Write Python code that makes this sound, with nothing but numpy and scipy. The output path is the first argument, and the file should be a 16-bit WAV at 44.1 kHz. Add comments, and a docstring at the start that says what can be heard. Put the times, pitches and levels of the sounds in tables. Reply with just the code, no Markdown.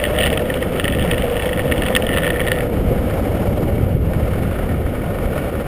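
"""An asphalt street: longboards roll downhill or along it, heard from a helmet camera in the wind.
Air rumbles, flutters and thumps at the microphone; the wheels roar, hum and hiss on the road grain,
and grit snaps under them. Something loose, probably in the camera mount, rattles the case's modes
until 2.6 s. The camera holds its samples, mirroring the sound into the treble."""
import sys
import numpy as np
from scipy import signal
from scipy.fft import rfft, irfft
from scipy.io import wavfile
from scipy.ndimage import uniform_filter1d

SR = 44100
rng = np.random.default_rng(int(sys.argv[2]) if len(sys.argv) > 2 else 0)


def store_wav(level_fs):
    """Save 16-bit WAV to argv[1]."""
    pcm = np.round(np.clip(np.atleast_2d(level_fs), -1, 1) * 32767)
    wavfile.write(sys.argv[1], SR, pcm.T.astype(np.int16))


N = 250032
TIME_S = np.arange(N) / SR

# Wheels on the road. Each row: time in s, roar in dB, hiss of the road grain in dB, both before trim.
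ROLLING = [(0, -27, -32), (.3, -25, -35.5), (.6, -30, -34), (1.2, -26, -34.5), (2.45, -26.5, -35.5),
           (2.75, -30, -37), (3.05, -27, -35), (3.6, -27.5, -38), (3.85, -31, -38.5), (4.2, -29.5, -37.5),
           (4.5, -30.5, -35), (4.9, -32, -38), (5.4, -27.5, -34.5), (5.67, -31.5, -36)]
# Modes that grit rings. Each row: centre in Hz, bandwidth in Hz, relative level in dB.
GRIT_RESONANCES = [(1277, 140, 2.5), (1445, 84, 5), (1816, 55, -0.5), (2218, 41, -4.5), (2757, 250, -43)]
# Colour the case gives the rattle on its way to the microphone. Each row: frequency in Hz, gain in dB.
CASE_PATH = [(300, -32), (950, -4), (1420, -0.5), (1620, -8), (1780, 0), (2000, 1.5), (2450, -3),
             (3400, 0.5), (4000, -11.5), (5000, -13.5), (6000, -12)]


def amp(db):
    """Decibels to amplitude gain."""
    return 10 ** (np.asarray(db) / 20)


def evened(x):
    """Scales to rms 1."""
    return x / np.sqrt(np.mean(x ** 2) + 1e-20)


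def steadied(x, size):
    """Divides by the rms over size samples: slow swells go, quick ones stay."""
    return x / np.sqrt(uniform_filter1d(x ** 2, size) + 1e-9)


def peaked(sound):
    """Scales the loudest 1.5 ms to rms 1."""
    return sound / np.sqrt(uniform_filter1d(sound ** 2, size=66).max())


def follow(rows):
    """The columns of a curve table, one value a sample."""
    s, *columns = np.transpose(rows)
    return [np.interp(TIME_S, s, column) for column in columns]


def coloured(x, spectrum):
    """Filters x by a spectrum drawn in dB over log frequency."""
    hz, db = np.transpose(spectrum)
    bins_hz = np.fft.rfftfreq(len(x), 1 / SR)
    gain = amp(np.interp(np.log(bins_hz + 1), np.log(hz), db))
    return irfft(rfft(x) * gain, len(x))


def noise(spectrum):
    """Gaussian noise of rms 1 with the given spectrum."""
    return evened(coloured(rng.standard_normal(N), spectrum))


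def wander(hz):
    """Slow random curve of rms 1: noise low-passed at hz."""
    bins_hz = np.fft.rfftfreq(N, 1 / SR)
    return evened(irfft(rfft(rng.standard_normal(N)) / (1 + (bins_hz / hz) ** 4), N))


def add(mix, s, sound):
    """Mixes a sound in at s seconds."""
    part = mix[max(round(s * SR), 0):][:len(sound)]
    part += sound[:len(part)]


def ring(modes, size=1024):
    """Sum of decaying modes, detuned slightly for every point of contact."""
    hz, width_hz, db = np.transpose(modes)[:, :, None]
    t = TIME_S[:size]
    hz = hz * (1 + .007 * rng.standard_normal(hz.shape))
    decay = np.exp(-np.pi * width_hz * t)
    return (amp(db) * decay * np.sin(2 * np.pi * hz * t)).sum(0)


def struck(modes, contact_s, size=1024):
    """A flurry of tiny impacts swells and dies while the surfaces touch, and rings a set of modes."""
    u = 2 * TIME_S[:size] / contact_s
    contact = rng.standard_normal(size) * u * np.exp(-u)
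    return evened(signal.fftconvolve(contact, ring(modes))[:size])


def wind(rumble_db=-1, eddies_db=-1, gusts_db=1.6, lumps_db=1.4, buffets_db=-1):
    """Large eddies rumble in gusts, small ones flutter, and a few big ones thump."""
    # Air pressing on the microphone. Each row: time in s, rumble in dB, flutter in dB, before trim.
    air_levels = [(0, -23.5, -27.5), (.3, -21, -22.5), (.55, -25.5, -24), (1.05, -20, -21.5),
                  (1.3, -25, -27.5), (1.7, -22, -21.5), (2.15, -22.5, -23), (2.45, -21, -24.5),
                  (2.85, -19.5, -19), (3.2, -21.5, -22.5), (3.55, -16.5, -20), (4.15, -19.5, -23),
                  (4.5, -20, -23.5), (4.9, -19.5, -24), (5.15, -24.5, -24.5), (5.67, -24.5, -24.5)]
    # Noise spectra of large and small eddies. Each row: frequency in Hz, relative dB per Hz.
    rumble_spectrum = [(8, -13), (22, -3.5), (40, -2), (65, 2.5), (110, -1.5), (170, -7), (300, -18),
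                       (700, -74)]
    eddy_spectrum = [(60, -10), (120, -6), (170, -0.5), (250, -2.5), (380, -6), (520, -11.5), (900, -31),
                     (2500, -62)]
    # Single large eddies. Each row: centre in s, peak in dB before trim, pitch in Hz.
    big_eddies = [(1.08, -9, 150), (2.8, -9, 55), (2.879, -8, 60), (2.993, -10, 50), (3.126, -12, 103),
                  (3.49, -6, 78), (3.593, -11, 70), (3.738, -9, 101), (3.838, -4.5, 87), (3.951, -2.5, 107),
                  (4.166, -5, 93), (4.231, -5.5, 84.5), (4.858, -8.5, 58), (5.264, -9, 52)]
    rumble, flutter = follow(air_levels)
    rumble_gain = amp(rumble + rumble_db + gusts_db * wander(3.7))
    flutter_gain = amp(flutter + eddies_db + lumps_db * wander(29))
    air = rumble_gain * steadied(noise(rumble_spectrum), size=5000)
    air += flutter_gain * steadied(noise(eddy_spectrum), size=4000)
    for s, db, hz in big_eddies:
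        u = np.pi * hz * (TIME_S - s)  # distance from the eddy's centre
        core = np.exp(-u ** 2)
        # a big eddy pushes the small ones aside and sucks at the port
        air = air * (1 - core) - amp(db + buffets_db) * (1 - 2 * u ** 2) * core
    return air


def hum(hz, width_hz, drift_hz=8):
    """A wheel resonance shaken by the road: a fuzzy tone of about rms 1 on a drifting pitch."""
    phase = 2 * np.pi * np.cumsum(hz + drift_hz * wander(3.98)) / SR
    tone = wander(width_hz) * np.cos(phase) + wander(width_hz) * np.sin(phase)
    return steadied(tone, size=3000)


def wheels(road, roar_db=2, hum_db=-3, bumps_db=1.6, hum_bumps_db=1.1):
    """Road grain shakes the wheels: a broad roar with narrow hums in it."""
    # Lower hum. Each row: time in s, level in dB before trim.
    hum_levels = [(0, -27), (.55, -24), (.85, -29), (1.35, -21.5), (2.6, -24), (3.3, -29.5), (4.0, -34.5)]
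    # Noise spectrum of the roar. Each row: frequency in Hz, relative dB per Hz.
    roar_spectrum = [(200, -28), (380, -9.5), (480, -1), (570, 2), (660, -4), (770, -7.5), (900, -16),
                     (1200, -18), (2000, -47), (4000, -40.5)]
    high_hum_hz, high_hum_db, high_hum_s = 609, -28, .45  # soon dies away
    (roar, _), (level,) = follow(ROLLING), follow(hum_levels)
    body = amp(roar + roar_db + bumps_db * road) * steadied(noise(roar_spectrum), size=5000)
    low = amp(level + hum_db + hum_bumps_db * road) * hum(491.6, width_hz=30.3)
    fade = np.exp(-(TIME_S / high_hum_s) ** 4)
    high = amp(high_hum_db) * fade * hum(high_hum_hz, width_hz=10)
    return body + low + high


def hiss(road, hiss_db=0.74, flicker_db=1.37, swell_db=0.74, grains_per_s=350, spread_db=4):
    """Fine rush that flickers with the road surface, and the crackle of its small stones."""
    # Noise spectrum of the rush. 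Each row: frequency in Hz, relative dB per Hz.
    rush_spectrum = [(500, -2.5), (1000, -9.5), (1160, -13), (1270, 2.5), (1480, -3.5), (1650, -2.5),
                     (1850, -5), (2020, -4), (2220, -1.5), (2520, -8.5), (2900, -6), (3400, -12.5),
                     (4100, -24), (6000, -27.5)]
    coarse_from_s, coarse_early, coarse_late = 3.6, 0.16, 0.47  # power share of crackle; road coarsens
    _, level = follow(ROLLING)
    share = np.interp(TIME_S, [coarse_from_s, TIME_S[-1]], [coarse_early, coarse_late])
    sizes = amp(spread_db * np.minimum(rng.exponential(1, N), 3))
    stones = sizes * (rng.random(N) < grains_per_s / SR) * rng.choice([-1, 1], N)
    crackle = evened(signal.oaconvolve(stones, ring(GRIT_RESONANCES))[:N])
    gain = amp(level + hiss_db + flicker_db * road + swell_db * wander(13))
    return gain * (np.sqrt(1 - share) * noise(rush_spectrum) + np.sqrt(share) * crackle)


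def knock(s, db, low_db):
    """The loose part hits the case: contact point sets the low modes; harder is shorter, brighter."""
    # Modes of the rattling case. Each row: centre in Hz, bandwidth in Hz, relative level in dB.
    low_modes = [(1480, 99, -7), (1814, 110, 7), (1905, 130, -2.5), (2200, 60, -7.5)]
    high_modes = [(2700, 140, 7.6), (2884, 127, 9), (3040, 115, 3), (3290, 140, 1)]
    top_modes = [(3900, 200, -1), (4480, 180, 0)]
    full_contact_s, shorter_per_db = 0.0011, 0.05  # contact at 0 dB; softer knocks last longer
    softest_db = -11.5  # below this the contact grows no longer
    jam_s, jam_top_db = 2.45, 10.5  # from here the part jams into its seat and rings the top more
    contact_s = full_contact_s * np.exp(-shorter_per_db * max(db, softest_db))
    low, high, top = (struck(modes, contact_s) for modes in (low_modes, high_modes, top_modes))
    top_db = -7 + 0.4 * db + jam_top_db * (s > jam_s)  # softer knocks ring the top modes less
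    return amp(db) * peaked(amp(low_db) * low + high + amp(top_db) * top)


def chatter(chatter_db=0, per_s=135, jitter=.35, spread_db=4.5, low_db=-1, low_spread_db=4,
            seating_low_db=8, seating_s=0.88, seats_s=2.62, count=420):
    """Between knocks the part keeps bouncing lightly, at an uneven pace, and rings lower as it seats."""
    # Strength of the shaking. Each row: time in s, level in dB before trim and spread.
    shake_levels = [(0, -30), (.12, -30), (.22, -16.5), (.31, -26.5), (.45, -37.5), (.7, -32.5),
                    (1.0, -26.5), (1.4, -28), (1.75, -31), (1.87, -24.5), (1.99, -37), (2.14, -23.5),
                    (2.36, -27), (2.55, -26.5), (2.63, -32)]
    out = np.zeros(N)
    draws = np.clip(rng.standard_normal((count, 3)), -2, 2)
    for k, (late, size, colour) in enumerate(draws):
        s = (k + jitter * late) / per_s
        if s < seats_s:
            db = np.interp(s, *np.transpose(shake_levels)) + chatter_db + spread_db * size
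            colour_db = np.interp(s, [seats_s - seating_s, seats_s], [low_db, seating_low_db])
            add(out, s, knock(s, db, colour_db + low_spread_db * colour))
    return coloured(out, CASE_PATH)


def rattle(knocks_db=-2.5, low_db=-1):
    """The loose part's distinct knocks, coloured by the case."""
    # Loudest knocks. Each row: start in s, peak in dB, low over high modes in dB, both before trim.
    loud_knocks = [(0.0386, -8, 3), (.052, -12.5, 5), (.186, -11, -1), (0.204, -12.5, -2),
                   (.2109, -10.5, -8), (.223, -14, -1), (.232, -10.5, -7), (0.2381, -9, 0),
                   (0.2602, -10.5, 1), (0.267, -9.5, -6), (0.275, -12, 3), (0.3278, -14.5, -1),
                   (.374, -12, -6), (.5006, -13.5, 7), (.54, -15.5, -15), (0.625, -15.5, 5.5),
                   (0.797, -8.5, 1.5), (0.8423, -11.5, -7), (.853, -13.5, 5), (0.8793, -10.5, 1),
                   (.8854, -18.5, 9), (.935, -18.5, 15), (.9952, -17, -6), (1.112, -10, -2.5),
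                   (1.133, -15, 7), (1.143, -18, -3), (1.181, -19, -17), (1.2218, -18, -9),
                   (1.367, -16, -3), (1.5294, -15, 5), (1.5928, -16, 17), (1.714, -15, 3),
                   (1.7209, -7.5, 5.5), (1.8205, -13, 3.5), (1.8629, -14, -1), (1.8835, -13.5, 4),
                   (1.9511, -3.5, -3.5), (1.9635, -1, -3), (1.9688, -9.5, 6), (2.022, -14, -1),
                   (2.066, -15.5, -4), (2.09, -12.5, 5), (2.135, -17, 9), (2.1632, -15, 7),
                   (2.1716, -10, 2.5), (2.183, -9.5, 4), (2.2332, -11.5, 8), (2.244, -15, 15),
                   (2.266, -12.5, 7), (2.276, -10, 14), (2.3029, -10, 5), (2.359, -15.5, 20),
                   (2.395, -15, 20), (2.4028, -12.5, 3.5), (2.4134, -14, 16), (2.4737, -14.5, 8),
                   (2.482, -11.5, 9), (2.517, -5, 6.5), (2.585, -17.5, 20), (2.6059, -15.5, 10)]
    out = np.zeros(N)
    for s, db, colour_db in loud_knocks:
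        add(out, s, knock(s, db + knocks_db, colour_db + low_db))
    return coloured(out, CASE_PATH)


def grit(grit_db=-7.5, contact_s=0.0018):
    """Larger stones snap under a wheel, each a brief contact ringing the grit modes."""
    # Snaps. Each row: start in s, peak in dB before trim.
    snaps = [(2.769, -22), (3.109, -21.5), (3.78, -22), (4.134, -16.5), (4.147, -20), (4.512, -19),
             (4.588, -18.5), (4.691, -20.5), (4.742, -20), (4.864, -20), (5.186, -17.5), (5.378, -16),
             (5.388, -22), (5.445, -19)]
    out = np.zeros(N)
    for s, db in snaps:
        add(out, s, amp(db + grit_db) * peaked(struck(GRIT_RESONANCES, contact_s)))
    return out


def lull(centre_s=3.995, width_s=0.044, depth_db=-7.5):
    """Gain of the rolling sound, which dips briefly."""
    return amp(depth_db * np.exp(-((TIME_S - centre_s) / width_s) ** 2))


def scene():
    """Wind, wheels, grit and rattle at one microphone."""
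    road = wander(37)  # rough and smooth patches of asphalt passing under the wheels
    rolling = lull() * (wheels(road) + hiss(road))
    return (wind() + rolling + chatter() + rattle() + grit())[None]


def record(dry, mirror_db=.5, hold_hz=12000, edge_hz=15400):
    """The camera samples slowly and holds each value, so the sound is mirrored about the hold rate."""
    dry = dry / (1 + (dry / .85) ** 6) ** (1 / 6)  # soft limit
    hz = np.fft.rfftfreq(N, 1 / SR)
    droop = np.sinc(hz / hold_hz)  # response of holding a sample
    band = 1 / (1 + (hz / 5700) ** 24)  # low-pass ahead of sampling
    sampled = irfft(rfft(dry) * band / np.maximum(droop, .6), N)  # the droop is evened out in advance
    mirrored = sampled * (1 + 2 * amp(mirror_db) * np.cos(2 * np.pi * hold_hz * TIME_S))
    held = irfft(rfft(mirrored) * droop, N)
    low_pass = signal.firwin(511, edge_hz, window=("kaiser", 9), fs=SR)
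    return signal.oaconvolve(held, low_pass[None], "same")


dry = scene()
out = record(dry)
store_wav(out)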